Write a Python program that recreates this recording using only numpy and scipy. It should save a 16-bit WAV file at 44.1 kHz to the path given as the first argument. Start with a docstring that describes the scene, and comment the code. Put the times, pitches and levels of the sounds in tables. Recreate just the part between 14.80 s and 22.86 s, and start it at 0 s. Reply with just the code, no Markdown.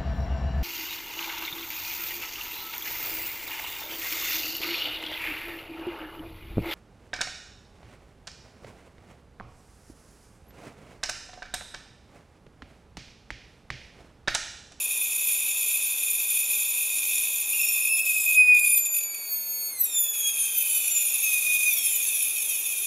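"""A gas discharge tube on a high-voltage supply hisses in a quiet room: uneven breakdowns in the gas kick the
transformer core, which rings in fixed modes. At 2.7 s the supply's pulse rate locks into a whine, a stack of
overtones turned down by hand in three sweeps with two rests. Mostly between 3 and 5.5 s the sputter drops out
and returns in bursts. Room echo, room tone, microphone hiss and faint tones lie beneath, and a gain control
holds back loud moments of the one microphone."""
import sys
import numpy as np
from scipy import signal
from scipy.fft import rfft, irfft, next_fast_len
from scipy.io import wavfile
from scipy.ndimage import uniform_filter1d, map_coordinates

SR = 44100
rng = np.random.default_rng(int(sys.argv[2]) if len(sys.argv) > 2 else 0)


def persist_wave(psi):
    """Save psi, clipped to +-1, as 16-bit WAV."""
    counts = np.round(np.clip(psi, -1, 1) * 32767).astype(np.int16)
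    wavfile.write(sys.argv[1], SR, np.atleast_2d(counts).T)


def boost_factor(decibels):
    """Convert a level in decibels to a linear amplitude factor."""
    exponent = np.asarray(decibels, float) / 20
    return 10 ** exponent


N = 355446

# strength of the uneven breakdowns and signed share of each kick that swings back: t/s, level/dB, share
SPUTTER = [(0, -1.5, -0.13), (.7, .5, -0.0027), (2.15, -0.5, -0.042), (2.23, 3, -0.23), (2.5, 0.5, -0.18),
           (2.62, -1.5, -0.0083), (2.8, -0.5, 0.23), (3.5, .5, 0.48), (4.35, -2, 0.35), (4.9, -5.5, -0.33),
           (5.2, -8, -0.019), (5.5, -3, -0.1), (6, 0, -0.23), (6.6, 1.5, -0.3), (7.3, 1, -0.42),
           (7.7, -2.5, -0.52), (8.06, -3, -0.42)]
# the arc burns evenly and the sputter drops out: t/s, length/s, level change/dB
LULLS = [(2.195, .025, -5), (3.09, .015, -7), (3.112, .058, -8), (3.205, .045, -11), (3.385, .012, -7),
         (3.42, .012, -7), (3.565, .13, -15), (3.695, .048, -25), (3.752, .01, -10), (3.775, .012, -8),
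         (3.8, .04, -13), (3.865, .012, -8), (3.89, .012, -8), (3.92, .022, -14), (3.952, .019, -12),
         (3.99, .062, -15), (4.07, .071, -18), (4.153, .011, -14), (4.172, .009, -14), (4.192, .014, -15),
         (4.214, .017, -15), (4.24, .102, -18), (4.35, .703, -14), (5.083, .012, -7), (5.2, .03, -5),
         (5.275, .057, -8), (5.51, .015, -7)]
# pulse rate of the supply, turned down by hand in three sweeps with two rests: t/s, f/Hz
PULSE_RATE = [(2.735, 2760), (3.1, 2640), (3.3, 2578), (3.625, 2496), (3.95, 2408), (4.15, 2337),
              (4.35, 2297), (4.53, 2228), (4.625, 2217), (4.895, 2214), (4.925, 2169), (5.025, 1973),
              (5.075, 1885), (5.15, 1792), (5.2, 1755), (5.4, 1669), (5.725, 1579), (6.1, 1452),
              (6.35, 1345), (6.555, 1237), (6.88, 1234), (6.96, 1135), (7.0, 1102), (7.075, 1070),
              (7.35, 841), (7.475, 728), (7.535, 660), (7.66, 558), (7.725, 520), (7.79, 464), (7.875, 435),
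              (7.93, 407), (8.06, 394)]
# the locked pulses: t/s, level/dB, relative level of the fundamental/dB, switch-off ahead of half period/us
LOCKED_PULSES = [(2.73, -3.5, 11, 15), (3.05, -0.5, -2, 12), (3.15, 5.5, 1, 8.9), (3.2, 4, -6, 73),
                 (3.42, 1.5, -2, 59), (3.52, -5, -4, 20), (3.58, 1, 12, 7.4), (3.74, -5, 13, 8),
                 (3.8, 1, 3, 24), (3.96, 1.5, -1, 16), (4.05, -6, -12, 50), (4.33, -1.5, -6, 35),
                 (4.45, 0.5, -9, 7.1), (4.88, 3, -14.5, 4), (4.95, -1, 2, 7.3), (5.0, 8.5, -8, 6),
                 (5.08, 0, -9, 16), (5.18, 3.5, -5, 6.9), (5.5, 2.5, 0, 17), (5.65, 0, 5, 25),
                 (5.95, 2, 2, 50), (6.25, 3, 0, 77), (6.5, 1.5, 4, 62), (6.85, 7.5, 2, 57),
                 (7.1, 3, -6, 84), (8.06, -1, -6, 78)]
# relative colour of the pulses before the core: f/Hz, level/dB
PULSE_COLOUR = [(400, 8), (2000, -4.5), (2600, -5), (3200, 2), (3750, -12.5), (4400, -3), (6200, 0.5),
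                (9000, -5.5), (12000, -6), (13300, -0.5), (16000, -8)]
# core and winding modes: f/Hz, width/Hz, relative level/dB
CORE_MODES = [(2339, 40, -15), (2470, 45, -3), (2515, 35, -6), (2565, 35, -5), (2636, 30, -9),
              (3001, 108, -23), (3303, 38, -15), (3547, 63, -11), (3721, 72, -16), (4460, 203, -27),
              (5478, 123, -23), (5815, 76, -23), (6442, 43, -18), (6632, 123, -18), (7110, 119, -10),
              (7588, 72, -24), (8032, 46, -7), (8667, 51, -25), (9665, 38, -1), (10030, 64, -16),
              (10490, 50, -9), (10606, 31, -9), (10778, 55, -7), (11270, 135, -15), (11700, 35, -3),
              (12008, 31, 1), (12981, 91, -22), (13380, 80, -18), (13935, 53, -16), (14030, 40, -11)]
# way to the microphone, with a cancelling dip: f/Hz, level/dB
MIC_PATH = [(400, -9), (1500, -14), (2200, -4.5), (2400, -2), (2660, -2.5), (2800, -7), (3300, -1),
            (4200, -2), (5200, 1.5), (7700, 3.5), (7900, -19.5), (8300, 0.5), (9200, 5.5), (12500, 2),
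            (15500, 10)]
# decay of the room: f/Hz, t60/s
ROOM_DECAY = [(1000, 0.11), (4000, 0.93), (15000, 0.024)]
# relative spectra of room tone and of microphone hiss: f/Hz, level/dB per Hz
ROOM_TONE = [(20, -14), (60, -15.5), (125, -13.5), (200, -9), (300, -3.5), (490, -1), (800, -3),
             (1500, -5.5), (2200, -8.5), (3500, -37), (6000, -67)]
MIC_HISS = [(1500, -120), (2000, -4), (5000, -2.5), (10000, -14), (16000, -7)]
# faint tones: start t/s, end t/s, f/Hz, mean level/dB rms
FAINT_TONES = [(0, 3.3, 414.5, -70), (0, 2.7, 979.8, -67), (2.68, 3.2, 1060, -66), (2.3, 4.4, 190, -75)]

LOCK_S = PULSE_RATE[0][0]  # the whine sets in
RIPPLE_HZ, RIPPLE_DB = 100, 0.9  # rectified mains riding on the supply
# middle range of the kicks; extra dB per dB of strength; extra dB once locked
MIDDLE_DB, MIDDLE_GROWS, MIDDLE_LOCKED_DB = 2.5, 0.1, -2.5
# breakdowns bunch at a low core mode when the pulse rate comes within reach of it
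PUMP_DB, PUMP_HZ, PUMP_WIDTH_HZ, PUMP_REACH_HZ = 17.5, 2526, 38, 170
SCATTER, SCATTER_POWER = 0.003, 1.504  # timing scatter as share of the rate at 2 kHz; grows with the rate
SETTLE, SETTLE_S = 0.014, 0.42  # extra scatter as the lock sets in, and its fading time
OFF_KICK = 0.64  # kick at switch-off against switch-on
SWING_S, SWING_HZ = 0.000415, 4800  # delay of the swing back; it carries mainly above this


def unit(x):
    """Scales a signal to an rms of one."""
    return x / np.sqrt(np.mean(x ** 2) + 1e-20)


def along(points, hz):
    """Reads (f/Hz, value) points on a log frequency axis."""
    f, v = np.transpose(points)
    return np.interp(np.log(hz + 1), np.log(f + 1), v)


def curves(rows):
    """One value per sample for each column after the time."""
    s, *columns = np.transpose(rows)
    t = np.arange(N) / SR
    return [np.interp(t, s, column) for column in columns]


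def wobble(rate, count=1):
    """Smooth random curves with rate knots a second."""
    knots = rng.standard_normal((count, int(N * rate / SR) + 4))
    at = np.arange(0, N + 32, 32) * rate / SR  # one value held for 32 samples
    return np.squeeze([np.repeat(map_coordinates(row, [at]), 32)[:N] for row in knots])


def filtered(x, response):
    """Shapes x by a complex response of frequency."""
    m = 2 * next_fast_len(N // 2 + SR // 4)
    return irfft(rfft(x, m) * response(np.fft.rfftfreq(m, 1 / SR)), m)[:N]


def unrest():
    """Gain of the uneven breakdowns: slow strength, drop-outs, flutter and supply ripple."""
    db = curves(SPUTTER)[0]
    for s, length, depth_db in LULLS:
        db[round(s * SR):round((s + length) * SR)] += depth_db
    flutter_db = 0.433 * wobble(12) + 0.82 * wobble(40) + 0.901 * wobble(150)
    ripple_db = RIPPLE_DB * np.sin(2 * np.pi * RIPPLE_HZ * np.arange(N) / SR)
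    return boost_factor(uniform_filter1d(db + flutter_db, size=60) + ripple_db)


def sputter(gain):
    """Breakdowns kick at random moments, a few thousand a second, with scattered size and sign."""
    draw = rng.random((N, 2))
    struck = draw[:, 0] < 6000 / SR
    kicks = gain * unit(struck * (draw[:, 1] - 0.5))

    middle = filtered(kicks, lambda hz: np.exp(-np.log(hz / 3900 + 1e-6) ** 2 / 0.55))
    locked = np.arange(N) / SR > LOCK_S
    middle_gain = boost_factor(MIDDLE_DB + MIDDLE_GROWS * curves(SPUTTER)[0] + MIDDLE_LOCKED_DB * locked)

    near = locked * np.exp(-((curves(PULSE_RATE)[0] - PUMP_HZ) / PUMP_REACH_HZ) ** 2)
    bunched = filtered(near * kicks, lambda hz: np.exp(-((hz - PUMP_HZ) / PUMP_WIDTH_HZ) ** 2))
    return kicks + (middle_gain - 1) * middle + boost_factor(PUMP_DB) * bunched


def whine(gain):
    """Each pulse kicks at switch-on and switch-off, built as overtones; breakdowns shake timing and size."""
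    start, t = round(LOCK_S * SR), np.arange(N) / SR
    hz = curves(PULSE_RATE)[0]
    db, fundamental_db, early_us = curves(LOCKED_PULSES)

    scatter = SCATTER * (hz / 2000) ** SCATTER_POWER
    scatter = scatter + SETTLE * np.exp(-np.abs(t - LOCK_S) / SETTLE_S)
    shaken_hz = hz * (1 + 0.000294 * wobble(30) + scatter * gain * wobble(150))
    turn = np.exp(2j * np.pi * np.cumsum(shaken_hz) / SR)
    duty = 0.5 - hz * early_us / 1e6
    late = np.exp(-2j * np.pi * duty)  # switch-off trails switch-on by the duty

    waver = boost_factor(1.6 * wobble(14, count=8))  # overtones share eight level curves
    stack = boost_factor(fundamental_db) * turn.real * (t > LOCK_S)
    on, off = turn.copy(), OFF_KICK * late
    for k in range(2, 41):
        # from the moment the overtone falls into hearing
        part = slice(max(start, np.argmax(k * hz < 16500)), N)
        on *= turn
        off *= late
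        both_kicks = (on[part] * (1 + off[part])).real / (1 + OFF_KICK)
        stack[part] += waver[k % 8, part] * both_kicks

    share = np.sqrt(hz / 8000)  # the same energy is split among more overtones at low rates
    robbed_db = -5.5 * gain * np.abs(wobble(45))  # a breakdown robs the regular pulse
    level = share * boost_factor(db + 5.5 + uniform_filter1d(robbed_db, size=60))
    return filtered(level * stack, lambda f: boost_factor(along(PULSE_COLOUR, f)))


def restrike(kicks):
    """The treble of every kick swings back a moment later, with or against its sign."""
    share = curves(SPUTTER)[1]
    again = filtered(kicks, lambda hz: np.exp(-2j * np.pi * hz * SWING_S) / (1 + (SWING_HZ / (hz + 1)) ** 6))
    return kicks + share * again


def core(f):
    """Core modes add in power, coloured by the way to the microphone; causal phase rings after each kick."""
    power = sum(boost_factor(db) ** 2 * (f * width) ** 2 / ((centre * centre - f * f) ** 2 + (f * width) ** 2)
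                for centre, width, db in CORE_MODES)
    # folding the cepstrum forward in time gives the minimum phase of this gain
    cepstrum = irfft(np.log(np.sqrt(power) * boost_factor(along(MIC_PATH, f)) + 1e-6))
    half = len(cepstrum) // 2
    cepstrum[1:half] *= 2
    cepstrum[half + 1:] = 0
    return np.exp(rfft(cepstrum))


def room(x):
    """A noise tail after a short gap, in which each frequency dies at its own speed."""
    hz, t, z = signal.stft(rng.standard_normal(SR // 2), SR, nperseg=256)
    decay = boost_factor(-60 * t / along(ROOM_DECAY, hz)[:, None])
    tail = signal.istft(z * decay, SR, nperseg=256)[1]
    delayed = np.pad(x, (200, 0))
    return signal.fftconvolve(delayed, tail / np.linalg.norm(tail))[:N]


def air():
    """Room tone and microphone hiss are shaped noise; faint sines waver in level and phase."""
    t = np.arange(N) / SR
    tone = boost_factor(-56) * unit(filtered(rng.standard_normal(N), lambda hz: boost_factor(along(ROOM_TONE, hz))))
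    hiss = boost_factor(-56.5) * unit(filtered(rng.standard_normal(N), lambda hz: boost_factor(along(MIC_HISS, hz))))
    hum = np.zeros(N)
    for begin, end, hz, db in FAINT_TONES:
        fade = uniform_filter1d(1.0 * ((t >= begin) & (t < end)), size=4000)
        level = np.sqrt(2) * boost_factor(db + wobble(5.1))
        hum += fade * level * np.sin(2 * np.pi * hz * t + 0.65 * wobble(9.6))
    return tone + hiss + hum


def scene():
    """Sputter and whine ring through the core into the room, the same on both channels."""
    gain = unrest()
    kicks = restrike(sputter(gain) + whine(gain))
    supply = boost_factor(-11) * filtered(kicks, core)
    echo = boost_factor(-13) * room(supply)
    return np.tile(supply + echo + air(), (2, 1))


def top_cut(x):
    """Nothing passes above the cut-off."""
    return signal.sosfilt(signal.butter(12, 16130, fs=SR, output="sos"), x)


def record(dry):
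    """Gain control takes off half of each dB above -14 dB, eased over 55 ms; the extreme treble is cut."""
    level_db = 10 * np.log10(np.abs(uniform_filter1d(dry[0] ** 2, size=1300)) + 1e-12)
    cut_db = -0.5 * np.maximum(level_db + 14, 0)
    keep = np.exp(-1 / (0.055 * SR))
    cut_db = signal.lfilter([1 - keep], [1, -keep], cut_db)
    kept = filtered(dry[0] * boost_factor(cut_db), lambda hz: hz < 15730)
    mix = np.tile(kept, (2, 1))
    return top_cut(mix)


dry = scene()
out = record(dry)
persist_wave(out)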